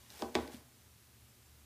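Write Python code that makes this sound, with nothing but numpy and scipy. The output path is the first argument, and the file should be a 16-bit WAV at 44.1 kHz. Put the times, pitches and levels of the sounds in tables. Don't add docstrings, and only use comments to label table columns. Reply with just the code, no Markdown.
import sys
import numpy as np
from scipy import signal
from scipy.fft import rfft, irfft
from scipy.io import wavfile
from scipy.ndimage import uniform_filter1d

SR = 44100
rng = np.random.default_rng(int(sys.argv[2]) if len(sys.argv) > 2 else 0)


def gain_from_db(level_db):
    decades = np.asarray(level_db, float) / 20
    return 10 ** decades


def dump(signal):
    limited = np.clip(np.atleast_2d(signal).T, -1, 1)
    pcm = np.round(limited * 32767).astype(np.int16)
    wavfile.write(sys.argv[1], SR, pcm)


N = 72765
ROOM_DB, BRIGHT_ROOM_DB = -10, -9


def evened(x):
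    return x / np.sqrt(np.mean(x ** 2) + 1e-20)


def read(points, hz):
    f, value = np.transpose(points)
    return np.interp(np.log(hz + 1), np.log(f + 1), value)


def add(mix, start_s, sound):
    part = mix[round(start_s * SR):][:len(sound)]
    part += sound[:len(part)]


def colour(x, points):
    gain = gain_from_db(read(points, np.fft.rfftfreq(len(x), 1 / SR)))
    return irfft(rfft(x) * gain, len(x))


def resonate(x, hz, width_hz):
    pole = np.exp((2j * hz - abs(width_hz)) * np.pi / SR)
    return 2 * signal.lfilter([1 - abs(pole)], [1, -pole], x).real


def resonate_twice(x, hz, width_hz):
    return resonate(resonate(x, hz, width_hz), hz, width_hz)


# f/Hz, level/dB, t60/s
PAN_MODES = [(211, -15.5, 0.037), (325, -10, 0.056), (354, 0, 0.056), (453, 1.5, 0.06), (527, -4, 0.039),
             (615, -2, 0.015), (678, -3.5, 0.042), (793, 0, 0.039), (830, 2, 0.029), (991.4, -0.5, 0.03),
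             (1107, -3.5, 0.036), (1261, -6.5, 0.037), (1512, -3.5, 0.063), (1820, -12.5, 0.014)]


def pan_ring(t, blow_db, contact_ms, chance, sides):
    scatter_db = 2
    ring = np.zeros(len(t))
    for (hz, db, t60), c, side in zip(PAN_MODES, chance, sides):
        ring += side * gain_from_db(db + scatter_db * c - 60 * t / t60) * np.sin(2 * np.pi * hz * t)
    u = t[:800] * 3000 / contact_ms
    force = u * np.exp(-u)
    return gain_from_db(blow_db - 8.5) * signal.fftconvolve(ring, force / sum(force))


def board_boom(t):
    hz, db, t60_s, rise_s = 74, -26, 0.88, 0.025
    return gain_from_db(db - 60 * t / t60_s) * (1 - np.exp(-t / rise_s)) * np.sin(2 * np.pi * hz * t)


# f/Hz, width/Hz, level/dB
EDGE_MODES = [(2180, 1660, 10), (3400, 1400, 8.6), (4600, 1900, 4), (6100, 500, -1.5), (7870, 2200, -18),
              (11700, 3500, -30)]


def edge_crack(crack_db, noise):
    rise_ms, grit_db = 0.55, -6
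    u = np.arange(len(noise)) / SR * 1000 / rise_ms
    snap = np.pad(gain_from_db(grit_db) * noise * u * np.exp(-u * u), (0, 2000))
    snap[round(rise_ms * SR / 1000)] -= 1
    crack = sum(gain_from_db(db) * resonate_twice(snap, hz, width) for hz, width, db in EDGE_MODES)
    return gain_from_db(crack_db) * crack / abs(crack).max()


# t/s, edge crack level/dB, blow level/dB, contact/ms
KNOCKS = [(.196, -68, -47.5, 0.22), (.208, -56, -48, 0.23), (.2218, -34.5, -28.5, 0.25),
          (.2335, -48, -40, 0.15), (.2435, -52, -39, 0.3), (.2555, -68, -35, 0.46), (.282, -51, -43, 0.21),
          (.3526, -14, -24.5, 0.16), (.358, -52, -30.5, 0.2), (.369, -56, -35, 0.22),
          (.3865, -56, -32, 0.14), (.424, -58, -37.5, 0.29), (.448, -63, -47.5, 0.45),
          (.478, -41.5, -42.5, 0.72), (.495, -55, -48, .4), (.598, -62, -54, .7)]


def knocks():
    pan_cut_hz, ring_delay_s = 151, 0.00052
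    rattle_db, crack_rattle_db, rattle_speed = -4.5, -11, 6.1
    t = np.arange(SR // 2) / SR
    body, boards, edge = np.zeros((3, N))
    chance = rng.standard_normal((30, len(PAN_MODES)))
    grit = rng.standard_normal((30, 80))
    sides = rng.choice([-1., 1.], chance.shape)
    boom = board_boom(t)
    for k, (start_s, crack_db, blow_db, contact_ms) in enumerate(KNOCKS):
        add(body, start_s + ring_delay_s, pan_ring(t, blow_db, contact_ms, chance[k], sides[k]))
        add(boards, start_s, gain_from_db(blow_db - 5) * boom)
        add(edge, start_s, edge_crack(crack_db, grit[k]))
    high_pass = signal.butter(4, pan_cut_hz, "high", fs=SR, output="sos")
    body = signal.sosfilt(high_pass, body)
    rattle = room(gain_from_db(rattle_db) * body + gain_from_db(crack_rattle_db) * edge, rattle_speed)
    echo = room(gain_from_db(ROOM_DB) * body + gain_from_db(BRIGHT_ROOM_DB) * edge)
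    return body + rattle + boards + edge + echo


# t/s, level/dB, f/Hz
TICKS = [(0.1031, -39.5, 4300), (0.1039, -40.5, 4900), (0.2221, -29.5, 4600), (0.3468, -37, 3450),
         (0.4762, -40, 4200), (.477, -45, 9700), (.5435, -66, 7200), (.5437, -47, 11500),
         (0.546, -40.5, 3400), (0.52, -51, 5000), (.572, -49, 6660)]
# t/s, level/dB, f/Hz, swell/ms
THUMPS = [(.224, -40.5, 234, 10.7), (.285, -53, 247, 17), (.357, -34.5, 243.8, 11.1), (.353, -34, 610, 4.2),
          (.354, -38, 830, 6), (.358, -41.5, 447, 9.3), (0.21, -45, 450, 9.4), (.223, -42, 618, 4.7),
          (0.39, -50, 260, 7.7), (0.44, -46, 270, 12), (.541, -43, 243, 4.9), (0.64, -61, 124, 8.6)]


def claws_and_thumps():
    tick_ms = 0.11
    t, out = np.arange(8000) / SR, np.zeros(N)
    for start_s, db, hz, swell_ms in [(*tick, tick_ms) for tick in TICKS] + THUMPS:
        u = t * 1000 / swell_ms
        swell = np.e * u * np.exp(-u)
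        add(out, start_s, gain_from_db(db) * swell * np.sin(2 * np.pi * hz * t))
    return out + gain_from_db(BRIGHT_ROOM_DB) * room(out)


# t/s, level/dB
SHUFFLE = [
    [(.0, -67), (.09, -67.5), (.105, -60.5), (.16, -58.5), (.21, -54.5), (.24, -60.5), (.3, -67),
     (.338, -66)],
    [(.342, -66), (.346, -53), (.37, -62), (.42, -60), (.5, -68.5), (.525, -58.5), (.575, -65), (.63, -78)],
]
# f/Hz, level/dB per Hz
FUR = [(120, -44), (200, 0.5), (304, -4.5), (1030, -4), (1230, -11.5), (1380, -4.5), (6110, -6.5),
       (15400, -12.5)]


def shuffle():
    grains_per_s, grain_spread_db, fur_db, scrape_db = 14000, 4.5, 2.5, -23
    t, level = np.arange(N) / SR, np.zeros(N)
    for part in SHUFFLE:
        part_s, db = np.transpose(part)
        level += gain_from_db(np.interp(t, part_s, db, -99, -99))
    level = uniform_filter1d(level, size=300)
    strength = gain_from_db(grain_spread_db * np.minimum(rng.exponential(1, N), 3))
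    grains = strength * rng.standard_normal(N) * (rng.random(N) < grains_per_s / SR)
    fur = evened(colour(grains + 0.5 * room(grains), FUR))
    scrape = evened(sum(gain_from_db(db) * resonate(grains, hz, 48) for hz, db, t60 in PAN_MODES))
    near = level * (gain_from_db(fur_db) * fur + gain_from_db(scrape_db) * scrape)
    return near + gain_from_db(ROOM_DB) * room(near)


# f/Hz, t60/s
ROOM_T60 = [(150, 0.48), (500, 0.56), (1500, 0.52), (4000, 0.33), (12000, 0.33)]


def room(x, speed=1):
    taps, spacing = np.zeros(SR), 20
    at = np.arange(60, SR - spacing, spacing)
    signs = rng.choice([-1., 1.], len(at))
    taps[at + rng.integers(0, spacing, len(at))] = signs
    hz, t, bands = signal.stft(taps, SR, nperseg=256)
    decay = gain_from_db(-60 * speed * t / read(ROOM_T60, hz)[:, None])
    tail = signal.istft(bands * decay, SR, nperseg=256)[1]
    return signal.fftconvolve(x, tail / np.linalg.norm(tail))[:N]


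# f/Hz, level/dB per Hz
HISS = [(88, -69), (150, -5), (234, -1), (359, -9), (380, -7.5), (427, -8), (490, -11), (13200, -14.5),
        (15400, -17)]
# f/Hz, level/dB per Hz
RUMBLE = [(15, -62), (25, -14), (51, -6.5), (92, 0), (132, -2), (170, -13.5), (220, -56), (370, -120)]
# f/Hz, width/Hz, level/dB
HUMS = [(85.7, 11.4, -84), (106.8, 2.8, -77), (222, 12, -99), (353, 14, -86.5)]
# t/s, f/Hz, level/dB
DRONES = [
    [(0, 69, -66), (.09, 72.2, -77.5), (.17, 74, -63), (.21, 75, -86), (.26, 74.7, -58.5), (.34, 74, -80),
     (.37, 74.6, -52.5), (.43, 75.7, -53.5), (.5, 75, -82), (.585, 73.8, -62.5), (.7, 78, -80),
     (.86, 75.7, -69), (1.04, 72, -75), (1.13, 71.5, -75), (1.25, 71.3, -65), (1.33, 72.7, -76),
     (1.5, 72.8, -66), (1.65, 74, -63.5)],
    [(0.0, 121, -71.5), (0.104, 116, -70.5), (0.132, 117, -70), (0.216, 118, -96), (0.238, 121, -63),
     (0.352, 118, -86), (0.366, 113, -57), (0.436, 110.4, -64), (0.5, 119.2, -87), (0.55, 120.3, -62.5),
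     (0.684, 119.7, -77), (1.092, 120.6, -71.5), (1.64, 117.6, -72), (1.65, 123, -76)],
]


def quiet_room():
    hiss_db, rumble_db = -64.5, -72.5
    hiss, rumble, stir = rng.standard_normal((3, N))
    t = np.arange(N) / SR
    hums = sum(gain_from_db(db) * evened(resonate_twice(stir, hz, width)) for hz, width, db in HUMS)
    for point_s, hz, db in map(np.transpose, DRONES):
        phase = 2 * np.pi * np.cumsum(np.interp(t, point_s, hz)) / SR
        hums += np.sqrt(2) * gain_from_db(np.interp(t, point_s, db)) * np.sin(phase)
    hiss = gain_from_db(hiss_db) * evened(colour(hiss, HISS))
    return hiss + gain_from_db(rumble_db) * evened(colour(rumble, RUMBLE)) + hums


def scene():
    mono = knocks() + claws_and_thumps() + shuffle() + quiet_room()
    return np.array([mono, mono])


def top_cut(x):
    return signal.sosfilt(signal.butter(12, 15600, fs=SR, output="sos"), x)


def record(dry):
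    edge_hz, stray_db = 15400, -75
    bins = np.zeros((N // 1024 + 2, 1025), complex)
    for frame, band in zip(rng.integers(26, len(bins), 14), rng.integers(200, 600, 14)):
        bins[frame, band:band + 80] = np.exp(2j * np.pi * rng.random(80))
    wisps = gain_from_db(stray_db - 12) * evened(signal.istft(bins.T, nperseg=2048)[1][:N])
    stereo = dry + np.outer([1, -1], wisps)
    low_pass = signal.firwin(801, edge_hz, window=("kaiser", 9), fs=SR)[None]
    mix = signal.oaconvolve(stereo, low_pass, "same")
    return top_cut(mix)


dry = scene()
out = record(dry)
dump(out)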